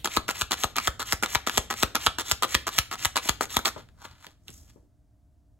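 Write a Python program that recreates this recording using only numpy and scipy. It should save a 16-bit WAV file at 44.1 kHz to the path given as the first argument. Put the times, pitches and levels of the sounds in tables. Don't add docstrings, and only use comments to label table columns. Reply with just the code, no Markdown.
import sys
import numpy as np
from scipy import signal
from scipy.fft import rfft, irfft, next_fast_len
from scipy.io import wavfile
from scipy.ndimage import uniform_filter1d

SR = 44100
rng = np.random.default_rng(int(sys.argv[2]) if len(sys.argv) > 2 else 0)


def to_wav(sig):
    pcm = np.clip(np.atleast_2d(sig), -1, 1) * 32767
    pcm = np.round(pcm).astype(np.int16)
    wavfile.write(sys.argv[1], SR, pcm.T)


N = 246519

# [t/s, lead of the edge/s, edge level/dB, knock level/dB, snap level/dB,
# tick level/dB, puff level before its common lift/dB, f of the hollow of the hands/Hz, f of card flex/Hz]
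SLAPS = [(0.171, 0.0049, -25, -15, -20.5, -28.5, -31.5, 1320, 4060),
         (0.4184, 0.006, -24.5, -24, -22.5, -25.5, -34, 1344, 4130),
         (0.642, 0.0058, -22, -19, -25, -26, -31, 1230, 3630),
         (0.8785, 0.0052, -21.5, -17.5, -31, -28.5, -30.5, 1240, 3510),
         (1.13, 0.0064, -20, -23.5, -33.5, -22.5, -32, 1416, 2980),
         (1.3547, 0.0053, -20, -18.5, -19.5, -25, -31, 910, 3430),
         (1.5789, 0.0046, -21, -18, -20, -16.5, -29, 1400, 3530),
         (1.832, 0.005, -22, -15, -19.5, -20.5, -30, 1260, 1930),
         (2.0687, 0.0046, -19, -13.5, -16, -26, -30, 1300, 3100),
         (2.3185, 0.0053, -18.5, -25.5, -25, -18.5, -31, 1350, 4220),
         (2.5496, .0045, -21.5, -19.5, -14.5, -20.5, -29.5, 1280, 2120),
         (2.7869, .0046, -23.5, -21, -14.5, -14.5, -29.5, 1290, 2470),
         (3.0545, 0.0055, -21, -23, -21.5, -19, -31.5, 1216, 2880),
         (3.293, 0.0038, -24, -21, -18.5, -18.5, -31, 1290, 2070),
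         (3.568, 0.0036, -32.5, -17.5, -18, -21, -31.5, 990, 3600)]
# [knock level/dB, snap level/dB, tick level/dB]
EDGE_DB = (-5.5, 0.5, -2)
# [t/s, knock level/dB, snap level/dB, tick level/dB]
CLICKS = [(0.0465, -32.5, -28.5, -28.5), (0.0571, -24, -26.5, -26), (0.0738, -28.5, -31, -36),
          (0.2898, -21.5, -28, -31), (0.3104, -36, -36, -29.5), (0.519, -28, -21, -25),
          (0.7657, -31.5, -28.5, -27), (0.7837, -19.5, -25, -27.5), (1.2349, -24, -21.5, -28.5),
          (1.2606, -31, -29.5, -33), (1.4725, -20.5, -27, -28.5), (1.4958, -26, -26, -32.5),
          (1.7091, -27.5, -33, -30), (1.954, -22.5, -24, -21), (2.1851, -27, -31, -34),
          (2.424, -22, -32, -29), (3.1674, -19.5, -27.5, -23.5), (3.4093, -18.5, -32, -35),
          (3.5905, -27, -62, -34.5), (3.6561, -27.5, -17.5, -28), (3.6782, -31.5, -39, -32),
          (3.888, -57, -59, -66), (4.052, -39.5, -43, -52), (4.2452, -45, -49.5, -53),
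          (4.2671, -56, -42, -49), (4.4819, -66, -39, -45), (4.503, -78, -62, -46.5)]
# [t/s, length/s, knock level/dB, snap level/dB,
# tick level/dB, f of the hollow of the hands/Hz, f of card flex/Hz]; levels before a common trim
FLUTTERS = [(0.044, 0.018, -34.5, -38, -38, 1020, 3270), (0.28, 0.034, -34, -35, -36, 1030, 2730),
            (0.509, 0.031, -31.5, -33.5, -34.5, 1120, 3220), (0.757, 0.038, -35, -34, -39, 1290, 2440),
            (0.994, 0.033, -34.5, -37, -38.5, 1230, 3960), (1.225, 0.024, -29.5, -37, -34, 1390, 2106),
            (1.465, 0.026, -38.5, -35.5, -37, 1030, 2110), (1.701, 0.034, -36, -37, -40, 830, 1956),
            (1.948, 0.025, -31, -33, -38, 1210, 2530), (2.185, 0.033, -36.5, -35.5, -36.5, 1050, 3470),
            (2.423, 0.025, -28, -31.5, -35.5, 1250, 3240), (2.667, 0.022, -32, -37, -36.5, 1170, 2710),
            (2.912, 0.04, -35.5, -39, -40.5, 1200, 2026), (3.157, 0.029, -29.5, -30, -34.5, 1340, 4025),
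            (3.408, 0.041, -38.5, -39, -36.5, 766, 2224), (3.65, 0.039, -29.5, -33.5, -31, 1260, 2810)]
# [t of the peak/s, rise/s, fall/s, knock level/dB,
# snap level/dB, tick level/dB]
SCRAPES = [(3.78, 0.0046, 0.027, -49.5, -51, -55), (4.05, 0.023, 0.014, -42.5, -48, -48.5),
           (4.115, 0.043, 0.052, -59, -58.5, -64), (4.246, 0.03, 0.039, -56.5, -56, -56.5),
           (4.482, 0.0054, 0.017, -57, -53.5, -53), (4.537, 0.031, 0.076, -72.5, -66, -52),
           (4.698, 0.035, 0.023, -73.5, -66, -64.5)]
# [t/s, level/dB, decay/s, f of the upper edge/Hz]
BUMPS = [(3.256, -36, 0.0046, 1510), (3.762, -37, 0.011, 1110), (3.784, -49.5, 0.022, 910),
         (4.265, -50.5, 0.01, 910), (4.491, -49, 0.013, 339), (4.759, -54.5, 0.023, 651),
         (4.83, -66.5, 0.031, 453)]
# [f/Hz, level/dB]
KNOCK = [(110, -26.5), (210, -6.5), (290, -7.5), (420, -10.5), (600, -11), (760, -6), (1020, -4.5),
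         (1130, -4.5), (1290, -2), (1550, -8), (1900, -19.5), (3000, -33.5)]
SNAP = [(900, -43.5), (1400, -6.5), (1750, 5.5), (2600, 3), (3300, 5), (4100, 4), (4900, 0), (6500, -32.5)]
TICK = [(3000, -28.5), (4300, -11.5), (5200, 2.5), (7000, 4), (8000, 1.5), (9500, -4.5), (12600, -2),
        (14500, -14.5), (15700, -10)]
# [f/Hz, level/dB]
SCRAPE = [(300, -13), (600, -11), (800, 1), (1150, 2.5), (1450, 3), (1800, -4), (2100, -41), (3000, -37)]
# [f/Hz, level/dB]
BUMP = [(60, -20), (110, -8), (200, 0.5), (310, 0), (440, -3), (620, -3.5), (720, -5.5), (900, -0.5),
        (1500, -6), (6000, 9)]
APART = [.25, .75, .5]
# [f/Hz, phase/rad]
PORT_PHASE = [(0, 0), (400, .4), (800, -.5), (1500, -.3), (2600, -1.4), (3200, -.8), (4200, -1.1),
              (4900, -3.1), (7200, -6.3), (9450, -9.4), (11600, -12.6), (13800, -15.7), (15800, -18.8)]
# [f/Hz, level/dB]
PORT_BALANCE = [(100, 3.5), (300, 0.6), (620, 5.5), (1200, 0.5), (2500, 2.5), (3400, 0), (4600, 3),
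                (5600, -0.5), (15000, 0.5)]
# [delay/s, level/dB]
ECHOES = [(.0036, -37), (0.0098, -25), (0.01, -15.5), (.0215, -30), (0.031, -28)]
# [f/Hz, T60/s]
ROOM_T60 = [(100, 0.9), (500, 0.29), (1300, 0.36), (3500, 0.36), (8000, 0.31), (15000, 0.25)]
# [f/Hz, level/dB]
ROOM_COLOUR = [(100, -11), (550, 8), (1000, -4), (1320, 1), (1600, 1.5), (3500, 2.5), (7000, 0.5),
               (15000, 1.5)]
# [f/Hz, level/dB]
FLOOR = [(25, -13), (40, -8), (58, 2), (110, -2.5), (195, -15.5), (290, -15.5), (360, -25.5), (500, -30.5),
         (650, -26.5), (880, -34), (1400, -38.5), (2500, -46.5), (7000, -44.5), (15000, -51)]
# [t/s, half length/s, level change/dB]
SWEEPS = [(3.958, .15, -2.5), (4.61, 0.18, 8.5)]
# [f/Hz, level/dB]
TONES = [(290.7, -77.5), (623, -85), (699.8, -86.5)]

# (knock, snap, tick) relative to the flutter/dB, span as a multiple of the flutter length
LOOSE_DB, LOOSE_SPAN = (-0.5, -0.5, 0.5), 1.1
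LOOSE_FADE_DB, LOOSE_SPREAD_DB = -1.5, 3
SLIDE_S, SLIDE_ATTACK_S, SLIDE_STOP_S = .083, 0.021, 0.0071
SLIDE_DB, SLIDE_GROWTH_DB_PER_S = (-44, -39, -35), (129.5, 56, 127.5)
PUFF_START_HZ, PUFF_END_HZ, PUFF_FALL_S = 440, 52, .0048
PUFF_SWELL_S, PUFF_DECAY_S = .013, .0095
SNAGS_PER_S, SNAG_DB = 95, 21.5
SHUFFLE_DB, AFTER_DB, SETTLE_S = -52, -61.5, (4.05, 4.3)
EDGE_HZ = 15950


def amp(db):
    return 10 ** (np.asarray(db) / 20)


def evened(x):
    return x / np.sqrt(np.mean(x ** 2) + 1e-20)


def read(points, hz):
    f, value = np.transpose(points)
    return np.interp(np.log(hz + 1), np.log(f + 1), value)


def add(mix, s, sound):
    part = mix[:, max(round(s * SR), 0):][:, :sound.shape[1]]
    part += sound[:, :part.shape[1]]


def body(points, hz=1000, lift_db=0, width=0.06, size=2048):
    f = abs(np.fft.fftfreq(size, 1 / SR)) + 1
    low_end = 1 + (points[0][0] / f) ** 4
    high_end = 1 + (f / points[-1][0] / 2) ** 4
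    peak_db = lift_db / (1 + (np.log(f / hz) / width) ** 2)
    gain = amp(read(points, f) + peak_db) / (low_end * high_end)
    log_response = np.conj(signal.hilbert(np.log(gain + 1e-5)))
    taps = np.fft.ifft(np.exp(log_response)).real[:size // 2]
    return taps / np.linalg.norm(taps)


def ring(x, taps):
    return signal.fftconvolve(x, np.atleast_2d(taps), axes=1)


def grains(size, spread_db, apart):
    size_db = spread_db * np.minimum(rng.exponential(1, size), 5)
    slips = rng.standard_normal((3, size)) * amp(size_db)
    return evened(slips[0] + apart * slips[1:])


def rub(size, apart):
    stick = evened(uniform_filter1d(rng.standard_normal(size), 200))
    return evened(grains(size, 3.6, apart) * amp(2.6 * stick))


def grip(hollow_hz, flex_hz):
    knock = body(KNOCK, hollow_hz, lift_db=4.5, width=0.12)
    snap = body(SNAP, flex_hz, lift_db=5, width=.12)
    return [knock, snap, body(TICK)]


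def any_grip():
    return grip(rng.uniform(950, 1450), rng.uniform(2200, 3700))


def strike(levels_db, parts, decays, scatter):
    t = np.arange(SR // 80) / SR
    out = 0
    for db, taps, decay, apart in zip(levels_db, parts, decays, APART):
        push = grains(len(t), 0, apart) * np.exp(-t / decay)
        push *= scatter / np.sqrt(np.sum(push ** 2) / 2)
        push[:, SR // 3000] += 1
        sound = ring(push, taps)
        out = out + amp(db) * sound / np.sqrt(np.sum(sound ** 2) / 2 / (SR * .004))
    return out


def click(levels_db):
    return strike(levels_db, any_grip(), (.0008, .0009, .0009), scatter=2.5)


def slaps():
    out = np.zeros((2, N))
    for s, lead, edge_db, *levels_db, _, hollow_hz, flex_hz in SLAPS:
        add(out, s - lead, click(np.add(EDGE_DB, edge_db)))
        parts = grip(hollow_hz, flex_hz)
        add(out, s, strike(levels_db, parts, (.0007, .001, .001), scatter=2.6))
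    return out


def puffs(lift_db=4):
    out, t = np.zeros((2, N)), np.arange(SR // 8) / SR
    fall = PUFF_FALL_S * (1 - np.exp(-t / PUFF_FALL_S))
    turns = PUFF_END_HZ * t + (PUFF_START_HZ - PUFF_END_HZ) * fall
    rise = np.minimum(.15 + .85 * t / PUFF_SWELL_S, 1)
    onset = np.minimum(t / 0.00082, 1)
    for s, *_, db, _, _ in SLAPS:
        tension, damping = rng.uniform(.97, 1.03), rng.uniform(.8, 1.25)
        swell = rise * np.exp(-damping * np.maximum(t - PUFF_SWELL_S, 0) / PUFF_DECAY_S)
        thump = -amp(db + lift_db) * swell * onset * np.cos(2 * np.pi * tension * turns)
        add(out, s, np.array([thump, thump]))
    return out


def clicks():
    out = np.zeros((2, N))
    for s, *levels_db in CLICKS:
        add(out, s, click(levels_db))
    return out


def flutters(lead_db=-19):
    lead = .008
    out, t = np.zeros((2, N)), np.arange(SR // 10) / SR - lead
    for s, length, *levels_db, hollow_hz, flex_hz in FLUTTERS:
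        creep = amp(lead_db) * (1 + t / lead)
        shape = np.where(t < 0, creep, np.exp(-np.maximum(t - 0.84 * length, 0) / 0.0026))
        edges = (rng.random(len(t)) < 450 / SR) * rng.uniform(0.3, 1, len(t))
        contact = 0.29 + signal.lfilter([1], [1, -np.exp(-1 / (0.00024 * SR))], edges)
        drive = evened(grains(len(t), 3.13, 0.35) * contact) * shape
        trimmed_db = np.add(levels_db, [-.5, -.8, -.5])
        for db, taps in zip(trimmed_db, grip(hollow_hz, flex_hz)):
            add(out, s - lead, amp(db) * ring(drive, taps))
    return out


def loose_cards(count=4):
    out = np.zeros((2, N))
    for s, length, *levels_db, _, _ in FLUTTERS:
        for k in range(count):
            share = max(k - rng.uniform(0, .7), 0) / (count - 1)
            db = LOOSE_FADE_DB * share + LOOSE_SPREAD_DB * rng.standard_normal()
            add(out, s + .002 + share * LOOSE_SPAN * length, click(np.add(levels_db, LOOSE_DB) + db))
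    return out


def slides():
    out, t = np.zeros((2, N)), np.arange(SR // 7) / SR - SLIDE_S
    shape = np.minimum((t + SLIDE_S) / SLIDE_ATTACK_S, 1) * np.exp(-np.maximum(t, 0) / SLIDE_STOP_S)
    for s, *_ in SLAPS:
        for db, growth_db, taps in zip(SLIDE_DB, SLIDE_GROWTH_DB_PER_S, any_grip()):
            drive = rub(len(t), 0.16)
            growth = amp(db + growth_db * np.minimum(t, 0))
            add(out, s - SLIDE_S, ring(drive * shape * growth, taps))
    return out


def scrapes():
    out, t = np.zeros((2, N)), np.arange(-SR // 5, SR // 3) / SR
    parts = [body(SCRAPE), body(SNAP), body(TICK)]
    for s, rise, fall, *levels_db in SCRAPES:
        caught = rng.random(len(t)) < SNAGS_PER_S / SR
        snags = amp(SNAG_DB) * rng.standard_normal(len(t)) * caught
        swell = np.exp(np.minimum(t / rise, -t / fall))
        drive = evened(rub(len(t), 0.49) + snags) * swell
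        for db, taps in zip(levels_db, parts):
            add(out, s + t[0], ring(amp(db) * drive, taps))
    return out


def bumps():
    out, t = np.zeros((2, N)), np.arange(SR // 4) / SR
    for s, db, decay, edge_hz in BUMPS:
        sound = ring(grains(len(t), 0.85, 0.9) * np.exp(-t / decay), body(BUMP))
        sound = signal.sosfilt(signal.butter(3, edge_hz, fs=SR, output="sos"), sound)
        add(out, s, amp(db) * sound / np.sqrt(np.sum(sound ** 2) / 2 / (SR * decay)))
    return out


def ports(x):
    size = next_fast_len(N + SR // 10)
    hz = np.fft.rfftfreq(size, 1 / SR)
    phase, balance_db = np.interp(hz, *np.transpose(PORT_PHASE)), read(PORT_BALANCE, hz)
    pair = np.array([amp(balance_db / 2) * np.exp(1j * phase), amp(-balance_db / 2)])
    return irfft(rfft(x, size) * pair, size)[:, :N]


def echoes(x, low_hz=750, high_hz=1600, treble=0.075):
    band = signal.sosfilt(signal.butter(2, [low_hz, high_hz], "band", fs=SR, output="sos"), x)
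    out = np.zeros((2, N))
    for delay, db in ECHOES:
        add(out, delay, amp(db) * (band + treble * x))
    return out


def room(x, early, early_decay, shared):
    t = np.arange(SR // 2) / SR
    signs = rng.choice([-1., 1.], (3, len(t)))
    taps = signs * (rng.random((3, len(t))) < 5000 / SR)
    taps = (shared * taps[0] + taps[1:]) * (t > .0015) * (1 + early * np.exp(-t / early_decay))
    hz, age, z = signal.stft(taps, SR, nperseg=256)
    z = z * amp(read(ROOM_COLOUR, hz)[:, None] - 60 * age / read(ROOM_T60, hz)[:, None])
    tail = signal.istft(z, SR, nperseg=256)[1]
    return ring(x, tail / np.linalg.norm(tail, axis=1, keepdims=True))[:, :N]


def moving_room(x, count=5):
    place = np.arange(N) / SR / .185
    nearness = [np.clip(1 - abs((place - k + 1) % count - 1), 0, 1) for k in range(count)]
    return sum(room(x * np.sqrt(share), early=3.57, early_decay=0.011, shared=1.7) for share in nearness)


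def lingering(level_db=-53):
    t = np.arange(N) / SR
    wash = ring(grains(N, 0, 0.97), body(ROOM_COLOUR) + body(SNAP))[:, :N]
    return evened(wash) * amp(np.maximum(level_db - 60 * t / read(ROOM_T60, 1000), -200))


def floor():
    t, spectrum = np.arange(N) / SR, amp(read(FLOOR, np.fft.rfftfreq(N, 1 / SR)))
    level_db = np.interp(t, SETTLE_S, (SHUFFLE_DB, AFTER_DB))
    level_db = level_db + sum(db * np.exp(-((t - s) / half) ** 2) for s, half, db in SWEEPS)
    return amp(level_db) * evened(irfft(rfft(grains(N, 0, 0.4)) * spectrum, N))


def tones():
    t = np.arange(N) / SR
    return sum(amp(db) * np.sqrt(2) * np.sin(2 * np.pi * (hz * t + rng.random())) for hz, db in TONES)


def scene():
    shuffle = slaps() + clicks() + flutters() + loose_cards() + slides()
    direct = ports(shuffle + scrapes() + bumps())
    air = ports(puffs())
    reverberation = amp(-8.5) * moving_room(direct + .5 * air)
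    return direct + air + echoes(direct) + reverberation + lingering() + floor() + tones()


def record(dry):
    held = dry / (1 + dry ** 8) ** (1 / 8)
    lowpass = signal.firwin(511, EDGE_HZ, window=("kaiser", 9), fs=SR)
    return signal.oaconvolve(held, lowpass[None], "same")


dry = scene()
out = record(dry)
to_wav(out)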